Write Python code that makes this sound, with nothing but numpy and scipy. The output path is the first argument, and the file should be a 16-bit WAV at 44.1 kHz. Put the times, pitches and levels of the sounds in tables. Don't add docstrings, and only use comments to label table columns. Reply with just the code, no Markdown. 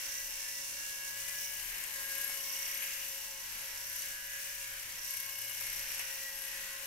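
import sys
import numpy as np
from scipy import signal
from scipy.fft import rfft, irfft
from scipy.io import wavfile
from scipy.ndimage import uniform_filter1d, map_coordinates

SR = 44100
rng = np.random.default_rng(int(sys.argv[2]) if len(sys.argv) > 2 else 0)


def to_wav(s):
    ch = np.atleast_2d(s).T
    pcm = np.round(np.clip(ch, -1, 1) * 32767)
    wavfile.write(sys.argv[1], SR, pcm.astype(np.int16))


def attenuation_scalar(level_db):
    decades = np.asarray(level_db, float) / 20
    return 10 ** decades


N = 302922
TIME = np.arange(N) / SR
TEETH, SLOTS, MOTOR_RATIO = 17, 90, 3.0206

# (t/s, f/Hz)
SING_PITCH = [(0, 11400), (.14, 11670), (.42, 11650), (.9, 11430), (1.5, 11620), (2.1, 11550),
              (2.55, 11520), (2.8, 11550), (3.2, 11560), (3.4, 11530), (3.72, 11330), (4.0, 11660),
              (4.2, 11580), (4.5, 11570), (5.5, 11460), (6.4, 11480), (6.87, 11580)]
# (t/s, turns counted)
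HIGH_BLADE = [(0, -68.7), (2.122, 0), (2.341, 7), (2.59, 15), (2.808, 22), (3.18, 34), (3.962, 59),
              (5.078, 95), (5.481, 108), (5.732, 116), (5.981, 124), (6.39, 137), (6.87, 152.4)]


def curves(table):
    s, *columns = np.transpose(table)
    return [np.interp(TIME, s, column) for column in columns]


def walk(rate):
    hold = int(SR / rate)
    held = np.repeat(rng.standard_normal(N // hold + 1), hold)
    return 1.3 * uniform_filter1d(uniform_filter1d(held, hold), hold)[:N]


def swells(rest, rows):
    squareness = 2.8
    return rest + sum(lift * .5 ** (np.abs(2 * (TIME - middle) / length) ** squareness)
                      for middle, length, lift in rows)


def band(x, lo_hz, hi_hz):
    sos = signal.butter(2, [lo_hz, min(hi_hz, .45 * SR)], "band", fs=SR, output="sos")
    return signal.sosfilt(sos, x)


def colour(x, spectrum):
    hz, db = np.transpose(spectrum)
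    gain = attenuation_scalar(np.interp(np.log(np.fft.rfftfreq(N, 1 / SR) + 1), np.log(hz), db))
    return irfft(rfft(x) * gain, N) * np.sqrt(SR / 2)


def pair(alike_hz):
    lag_s, treble_alike = 45e-6, 0.16
    mid, side = rfft(rng.standard_normal((2, N)))
    hz = np.fft.rfftfreq(N, 1 / SR)
    alike = np.clip(treble_alike + (1 - treble_alike) / (1 + hz / alike_hz), 0, 1)
    mid, side = mid * np.sqrt(1 + alike), side * np.sqrt(1 - alike)
    right = (mid - side) * np.exp(-2j * np.pi * hz * lag_s)
    return irfft(np.array([mid + side, right]), N) / np.sqrt(2)


def line(turns, db, wobble, flutter_db, lead=1.27):
    shared = rng.uniform(0, 2 * np.pi) + wobble * walk(25)
    lag = lead + .3 * walk(3)
    phase = 2 * np.pi * turns + shared + np.array([0 * lag, lag])
    level = attenuation_scalar(db + flutter_db * (walk(30.) + 0.37 * walk(9)))
    return np.sqrt(2) * level * np.sin(phase)


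def clatter(wheel, hold_turns, alike):
    size = 1400
    pattern = rng.standard_normal((3, 120, size))
    place = [wheel / hold_turns, wheel % 1 * size]
    shared, *own = (map_coordinates(p, place, order=1, mode="grid-wrap") for p in pattern)
    return 1.5 * (alike * shared + np.sqrt(1 - alike ** 2) * np.array(own))


def building():
    hum_hz = [30.2, 78.8, 105.0]
    # (resting level/dB, [(middle t/s, length/s, lift/dB)])
    surges = [
        (-72, [(.29, 0.26, 12.5), (1.65, 0.38, 12), (3.65, 0.38, 7), (4.75, 0.89, 6), (5.44, 0.3, -10), (5.72, 0.32, 8.5), (6.58, 0.32, 6)]),
        (-80.5, [(0, 0.33, 10.5), (.86, 0.41, 5), (1.5, 0.45, 8), (3.75, 1, 11), (4.55, 0.39, 1), (6.15, 0.35, 4)]),
        (-85.5, [(1.3, 1.4, 13.5), (3.6, 0.43, 4), (4.6, 1.23, 13), (5.55, 0.54, 18.5), (5.95, 0.28, 7)]),
    ]
    tones = 0
    for hz, surge in zip(hum_hz, surges):
        apart = np.array([[0], [.4]]) * walk(2.5)
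        wave = np.sin(2 * np.pi * hz * TIME + 1.9 * walk(6.4) + apart)
        tones = tones + attenuation_scalar(swells(*surge)) * wave * attenuation_scalar(2.5 * walk(15))
    mains = attenuation_scalar(-81.5) * np.sin(2 * np.pi * 195.7 * TIME)
    return np.sqrt(2) * (tones + mains) * attenuation_scalar(np.array([[.1], [-1.2]]))


def rumble(wheel):
    # (t/s, level/dB)
    rumble_levels = [
        (0.0, -70.5),
        (1.82, -65),
        (6.87, -87),
    ]
    low = pair(alike_hz=960.0) + 0.99 * clatter(wheel, hold_turns=7.66, alike=0.79)
    low = band(low, 117.0, 800.0)
    return attenuation_scalar(curves(rumble_levels)[0] - 2.5 + 0.32 * walk(3.8)) * low / np.std(low)


def snips():
    # (t/s, peak level/dB, thud level/dB, body level/dB)
    snip_events = [(0.306, -40, -25, -11), (0.4802, -32, -32, -24), (1.2841, -30, -19, -21.5),
                   (1.8376, -39, -29, -14), (2.0033, -34, -16, -35), (2.294, -33.5, -13.5, -21),
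                   (2.8219, -22.5, -28, -24), (4.0368, -43, -31, -10), (5.1402, -31, -31, -24),
                   (5.4964, -29, -25, -25), (5.6076, -26.5, -22.5, -32), (5.994, -32, -13, -11.5)]
    out, t = np.zeros((2, N + SR)), np.arange(SR // 4) / SR
    for s, db, thud_db, body_db in snip_events:
        noise = rng.standard_normal((2, len(t)))
        tail = np.exp(-t / 0.0086) + 0.35 * np.exp(-t / 0.065)
        shape = (1 - np.exp(-t / 0.00067)) * tail
        crack = band(noise, 10500.0, 12640.0) * np.array([[1.2], [.12]])
        body = attenuation_scalar(body_db + 20.5) * band(noise, 1640.0, 2900.0)
        thud = attenuation_scalar(thud_db + 15.5) * band(noise, 690.0, 2000.0) * np.array([[1], [.45]])
        start = int(s * SR)
        out[:, start:start + len(t)] += attenuation_scalar(db - 3) * shape * (crack + body + thud)
    return out[:, :N]


def ticks():
    # (t/s, peak level/dB)
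    tick_events = [(0.441, -36), (1.2845, -31), (1.6994, -32), (1.8382, -29.5), (1.8786, -34),
                   (1.9594, -34), (2.0043, -35), (2.0762, -40), (2.2964, -33), (2.8308, -33), (5.0294, -39),
                   (5.14, -39), (5.4952, -31), (5.9938, -28.5)]
    out, t = np.zeros((2, N + SR)), np.arange(SR // 20) / SR
    for s, db in tick_events:
        snap = band(rng.standard_normal((2, len(t))), 7700.0, 12500.0)
        snap = snap * np.exp(-t / 0.0033) * np.array([[1], [.2]])
        start = int(s * SR)
        out[:, start:start + len(t)] += attenuation_scalar(db + 6.5) * snap
    return out[:, :N]


def guards():
    guard_rings = {5380: (-70, [(.45, 0.42, 13.5), (1.45, 0.18, 12), (2.3, .3, 11), (5.3, 0.64, 7),
                   (6.6, .5, 3)]), 6110: (-79, [(.45, 1.1, 19), (2.95, .5, 14), (4.1, .3, 1), (5.3, .4, 1),
                   (6.1, 0.29, 7)]), 6550: (-73, [(1.0, 0.27, 3), (2.2, .3, -8), (2.9, 0.33, 15.5),
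                   (4.35, .2, 10), (5.9, 0.49, 1)])}
    out = 0
    for hz, song in guard_rings.items():
        ring = band(rng.standard_normal((2, N)), hz - 90, hz + 90)
        level_db = swells(*song) + 2 * walk(10) + np.array([[-6], [7]])
        out = out + attenuation_scalar(level_db) * ring / np.std(ring)
    return out


def rubbing(wheel):
    # (f/Hz, level/dB per Hz)
    left_port = [(20, -84), (140, -99), (400, -100), (750, -95), (1250, -93), (1600, -91), (2500, -86),
                 (3400, -90), (4600, -90), (6200, -87), (7500, -85.5), (10000, -83.5), (13200, -85.5),
                 (15600, -87)]
    right_port = [(20, -90), (140, -97), (750, -101), (1250, -97), (1600, -87), (2500, -88), (3400, -89),
                  (4600, -85), (6200, -80), (7500, -84), (10000, -94), (13000, -101), (14800, -101),
                  (15300, -116)]
    # (t/s, rubbing level/dB, case against the jaw level/dB, head turned to the left port/dB)
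    stroke = [(0.0, -49.5, 0.5, 1.5), (1.07, -49, -0.5, 1), (1.42, -48, 1, 4.5), (1.68, -51, 1.5, 2),
              (2.31, -49, 1.5, 2.5), (3.15, -50.5, 0, 0.5), (3.33, -52, 0, 1.5), (3.75, -52.5, 1, 0.5),
              (4.06, -49, 0, 1.5), (4.21, -54.5, 0.5, 2.5), (4.4, -50.5, 2, 4), (5.0, -53.5, 2, 1.5),
              (5.11, -48.5, 0.5, 1.5), (5.28, -52.5, 0.5, 0), (5.62, -50.5, 1, 1.5), (6.01, -49, 2.5, 0.5),
              (6.05, -51.5, 1, 2.5), (6.87, -52.5, 0, 3)]
    # (resting level/dB, [(middle t/s, length/s, lift/dB)])
    muffle = (0, [(.1, 0.28, 0), (.75, 0.21, -1.5), (3.65, 0.58, -0.5), (4.45, 0.45, -3), (6.5, 0.82, 0)])
    loose_contact = (0, [(.15, 0.26, 3.5), (.7, 0.41, -2.5), (1.55, 0.73, 1), (2.8, 0.34, 7.5),
                     (3.35, 0.35, -5), (4.0, 0.19, 3), (4.6, .25, 2.5), (5.85, 0.46, 2)])
    rub_db, body_db, facing_db = curves(stroke)
    edge_db = rub_db + 50.5 + facing_db * np.array([[.5], [-.5]])
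    turn = 2 * np.pi * wheel
    pulse = attenuation_scalar(2.1 * np.cos(TEETH * turn) + 0.48 * np.cos(turn) + 0.98 * np.cos(2 * turn))
    grit = attenuation_scalar(2.0 * rng.exponential(size=N)) * attenuation_scalar(0.5 * walk(19) + 0.68 * walk(40) + 0.49 * walk(150))
    grit = grit / np.sqrt(np.mean(grit ** 2))
    hiss = pair(alike_hz=605.0)
    edge = (hiss + 0.36 * clatter(wheel, hold_turns=4., alike=0.16)) * grit * pulse
    edge = band(edge, 3680.0, SR / 2) * attenuation_scalar(edge_db)
    rattle = 1.335 * band(clatter(wheel, hold_turns=14., alike=0.43), 1493.0, 3240.0)
    body = hiss * attenuation_scalar(swells(*muffle)) + rattle * attenuation_scalar(swells(*loose_contact))
    body = band(body, 2.3, 2820.0) * attenuation_scalar(body_db + 1.73 * walk(6.))
    both = body - edge
    return np.array([colour(both[0], left_port), colour(both[1], right_port)])


def chirps():
    chirp_swells = (-51.5, [(1.3, .15, 8), (2.21, .26, 22), (2.72, .36, 19), (3.13, .25, 15), (3.6, .2, 13),
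                    (3.92, .24, 19), (5.12, .2, 19), (5.38, .3, 18), (5.73, .2, 19), (5.95, .15, 17),
                    (6.42, .25, 14), (6.87, .15, 14)])
    sharpness = 5.
    turn = curves(HIGH_BLADE)[0]
    size_db = 1.5 * rng.standard_normal(300)[np.round(turn).astype(int) + 80]
    burst = attenuation_scalar(swells(*chirp_swells) + size_db) * np.exp(sharpness * (np.cos(2 * np.pi * turn) - 1))
    slot = 2 * np.pi * np.cumsum(curves(SING_PITCH)[0]) / SR / 4
    ring = np.sin(4 * slot + walk(150))
    ring += attenuation_scalar(-10) * np.sin(5 * slot + 3 * walk(200))
    ring += attenuation_scalar(-17) * np.sin(3 * slot + 3 * walk(200))
    return burst * ring * attenuation_scalar(np.array([[0], [-24]]))


def singing(wheel):
    slot_tones = {1: (283, -3, -7, 3), 2: (463, -37, -0.6, 2.5), 3: (294, 6, -20, 1),
                  4: (410, -1.5, -37, 1), 5: (518, 4, -40, 0.5)}
    songs = {2: (-51, [(.12, 0.19, 6), (.55, 1, 4), (1.43, 0.13, 9.5), (1.85, 0.34, -34), (2.29, 0.16, -13),
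             (2.58, 0.4, 10), (3.9, 0.4, 3.5), (4.8, 0.21, -12), (5.08, 0.22, 6.5), (5.9, 0.57, 5.5),
             (6.8, 0.35, -17)]), 4: (-46.5, [(.2, 0.21, 3), (.75, 0.32, -2.5), (1.75, 0.53, 4),
             (2.23, 0.34, 7.5), (2.72, 0.55, 5.5), (3.12, 0.19, 2.5), (3.33, 0.092, -5.5), (3.75, 0.64, 2),
             (4.0, 0.089, 4.5), (5.15, 0.19, 5), (5.52, 0.5, 4.5), (5.72, 0.18, 3.5), (5.97, 0.23, 4),
             (6.44, 0.2, 4.5)]), 5: (-54.5, [(.65, 0.32, -14), (1.55, 0.6, 5), (2.7, 0.89, 6.5),
             (3.44, 0.23, -2), (4.9, 0.33, -3), (5.5, 0.82, 4), (6.15, 0.17, 3.5), (6.8, 0.36, -4)])}
    second_db, fourth_db, fifth_db = (swells(*song) for song in songs.values())
    level_db = {1: fifth_db, 2: second_db, 3: fourth_db - 15.5, 4: fourth_db, 5: fifth_db}
    slots = np.cumsum(curves(SING_PITCH)[0] / 4 * (1 + .006 * walk(11))) / SR
    strength = 1 + 0.029 * walk(5.8)

    def smooth(x, width_hz):
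        return signal.lfilter(*signal.butter(1, width_hz / 2, fs=SR), x)

    out = 0
    for k, (width_hz, left_db, right_db, throb_db) in slot_tones.items():
        turn = 2 * np.pi * (wheel + (k == 2) * rng.uniform())
        flare = np.cos(turn) + .6 * np.cos(2 * turn) + .35 * np.cos(3 * turn)
        throb = attenuation_scalar(throb_db * strength * flare)
        chance = rng.standard_normal((2, N)) + 1j * rng.standard_normal((2, N))
        smear = smooth(chance, width_hz)
        smear = smear + 1.12 * smooth(chance[::-1], 0.11 * width_hz)
        smear = smooth(smear, 4 * width_hz)
        tone = throb * np.real(smear * np.exp(2j * np.pi * k * slots))
        tone = tone / np.sqrt(np.mean(tone ** 2))
        out = out + attenuation_scalar(level_db[k] + np.array([[left_db], [right_db]])) * tone
    return out


def drive(wheel):
    mesh_spots = {1: (-67, [(1.75, 0.3, -8), (2.7, 1.186, 3), (3.5, .2, -5), (5.0, 0.44, -4.5),
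                  (6.4, 0.95, 4.5)]), 3: (-67.5, [(.13, 0.24, 9), (1.55, 2.6, 10), (.35, .14, -6),
                  (.7, .2, -4), (1.03, 0.32, 7), (1.25, .07, -6), (1.45, 0.3, 5.5), (1.83, .22, -3),
                  (2.14, 0.33, 9.5), (2.5, 0.24, -20), (2.72, 0.16, -4), (3.0, 0.2, -5), (3.5, 0.3, 5),
                  (3.8, .3, 10), (4.24, .58, 14), (4.69, .18, 13), (5.3, 0.65, 10.5), (6.35, .3, 4),
                  (6.8, 0.2, 5)]), 4: (-68, [(.15, .1, 6), (.39, .12, 13), (1.0, .4, 6), (1.5, .15, 9),
                  (1.8, .35, 7), (2.45, .95, 13), (3.3, .6, 4), (4.08, .15, 7), (4.62, .2, 7),
                  (5.5, 1, 11.5)]), 5: (-66, [(.12, .3, 5), (.4, .2, 4), (.85, .8, 7), (1.45, .3, 5),
                  (2.6, .3, 4), (2.9, .2, 11), (3.2, .3, 4), (3.9, .5, -5), (4.63, .1, 9), (5.1, .2, 3),
                  (6.5, .9, 5.5)])}
    shaft_spots = {3: (-91, [(.4, 1.2, 16.5)]), 9: (-73, [(1.5, 0.18, 6), (2.7, 0.5, 4), (3.45, 0.44, 5),
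                   (4.55, 0.9, -22)]), 10: (-71.5, [(.64, 0.23, 4), (1.07, 0.24, 3.5), (1.7, 0.32, 4.5),
                   (2.9, .4, -2), (3.6, 0.51, 2), (6.15, 0.38, -1)]), 11: (-72, [(.43, 0.12, 6),
                   (1.1, 0.4, 5), (1.6, .2, 4), (1.9, .2, 5), (2.35, 0.7, 8), (3.44, 0.17, 8.5),
                   (4.4, 0.64, -13), (5.2, 0.38, 8), (6.2, 0.67, -2), (6.87, 0.37, 8)]),
                   15.4: (-72.5, [(.1, 0.28, 4), (.95, .6, 5), (3.9, 0.22, 6), (4.3, 0.42, 13),
                   (4.75, 0.17, 12.5), (6.05, .15, 14), (6.75, 0.37, 14)]), 18: (-72, [(.5, .2, 14),
                   (2.1, .6, 9), (2.9, .25, 9), (3.7, .2, 7), (4.4, .4, 9), (5.35, .3, 7), (6.7, .4, 7)]),
                   24.4: (-80, [(.2, .2, 14), (1.35, .4, 17), (1.85, .25, 15), (4.62, .2, 17),
                   (6.2, .5, 12)]), 20: (-63, [(.17, .24, 5), (.57, .16, 6), (.38, .12, -5), (.8, .2, -4),
                   (1.3, .2, 8), (1.9, .6, 8), (2.4, .25, -3), (2.7, .2, 2), (3.7, .2, 3), (3.84, .1, 3),
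                   (4.1, .2, -5), (4.4, .32, 6), (4.7, .2, -10), (5.62, .76, -8), (6.14, .26, 9),
                   (6.55, .6, 7.5)])}
    slot_spots = [
        (-68, [(1.42, .4, 11), (3.2, .7, 8), (4.3, .14, 11), (5.45, .55, 9), (6.1, .3, 5)]),
        (-72, [(1.5, .45, 8), (3.4, .6, 7), (5.4, .4, 7)]),
    ]
    mesh_ports = {1: ((4, []), (.15, [])), 3: ((-8, [(1.85, 1.2, 5), (6.3, 1.1, 6)]),
                  (2.3, [(.12, .26, -1.5), (1.85, 1.2, -2.8), (3.0, .6, -2), (4.25, .6, -.6),
                  (6.3, 1.2, -2.2)])), 4: ((2, [(.9, 1.6, 4), (5.5, .9, -1.5)]), (.1, [(2.1, 1.4, -1.1)])),
                  5: ((8, [(.8, .9, 8), (1.7, .7, -9)]), (0, [(.9, 1, 1)]))}
    shaft_ports = {3: ((6, []), (1, [])), 9: ((10, []), (1.4, [])), 10: ((9, []), (1.4, [])), 11: ((9, []),
                   (1.4, [])), 15.4: ((-2, []), (1.4, [])), 18: ((2, []), (.5, [])), 24.4: ((0, []),
                   (.5, [])), 20: ((-7, [(6.5, 1, 6)]), (0, [(.9, .5, 3), (2.0, .9, 3)]))}
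    faint = {MOTOR_RATIO * 6: (-80, -79), TEETH * 3 + 1: (-76, -67), TEETH * 5 + 1: (-67, -70),
             TEETH * 2: (-82.5, -72), TEETH + 1: (-79, -82), MOTOR_RATIO * 8: (-78, -84)}
    side = np.array([[.5], [-.5]])
    runout = 0.07 * np.sin(2 * np.pi * wheel) / (2 * np.pi)
    out = 0
    for k, (pan, lead) in mesh_ports.items():
        db = swells(*mesh_spots[k]) + swells(*pan) * side
        turns = k * TEETH * wheel + k * runout
        out = out + line(turns, db, wobble=.12 + 0.03 * k, flutter_db=2.2, lead=swells(*lead))
    for k, (pan, lead) in shaft_ports.items():
        db = swells(*shaft_spots[k]) + swells(*pan) * side
        out = out + line(k * MOTOR_RATIO * wheel, db, wobble=.35, flutter_db=2.4, lead=swells(*lead))
    slot_db = np.array([swells(*port) for port in slot_spots])
    out = out + line(SLOTS * wheel, slot_db, wobble=.8, flutter_db=2.0, lead=.2)
    for k, db in faint.items():
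        out = out + line(k * wheel, np.array(db)[:, None], wobble=0.11, flutter_db=3.0)
    return out


def scene():
    # (t/s, wheel turns f/Hz)
    wheel_speed = [(0, 32.2), (.3, 32.38), (.7, 32.3), (.9, 32.58), (1.12, 32.5), (1.3, 32.95),
                   (1.52, 32.85), (1.68, 32.05), (1.9, 32.22), (2.1, 31.98), (2.3, 32.27), (2.5, 32.1),
                   (2.7, 32.18), (3.1, 31.98), (3.3, 32.1), (3.75, 32.02), (3.92, 32.42), (4.55, 32.38),
                   (4.9, 32.0), (5.1, 32.17), (5.5, 32.07), (5.7, 31.92), (5.9, 32.02), (6.1, 31.91),
                   (6.5, 31.96), (6.87, 32.15)]
    wheel = np.cumsum(curves(wheel_speed)[0] * (1 + .0012 * walk(9.))) / SR
    background = building() + rumble(wheel)
    hairs = snips() + ticks()
    blades = guards() + rubbing(wheel) + chirps() + singing(curves(HIGH_BLADE)[0])
    return background + hairs + blades + drive(wheel)


def masking(x, under_db):
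    frame = dict(window="cosine", nperseg=2048, noverlap=1024)
    hz, _, cells = signal.stft(x, SR, **frame)
    power = np.abs(cells) ** 2
    near = uniform_filter1d(power, size=3, axis=1)
    louder = uniform_filter1d(power.max(axis=0), size=120, axis=0)
    kept = (near > louder * attenuation_scalar(2 * under_db)) | (hz[:, None] < 3000)
    return signal.istft(cells * kept, SR, **frame)[1][:, :N]


def top_cut(x):
    return signal.sosfilt(signal.butter(12, 15870, fs=SR, output="sos"), x)


def record(dry):
    top = signal.ellip(12, .3, 80, 15760, fs=SR, output="sos")
    mix = masking(signal.sosfilt(top, dry), under_db=-21)
    return top_cut(mix)


dry = scene()
out = record(dry)
to_wav(out)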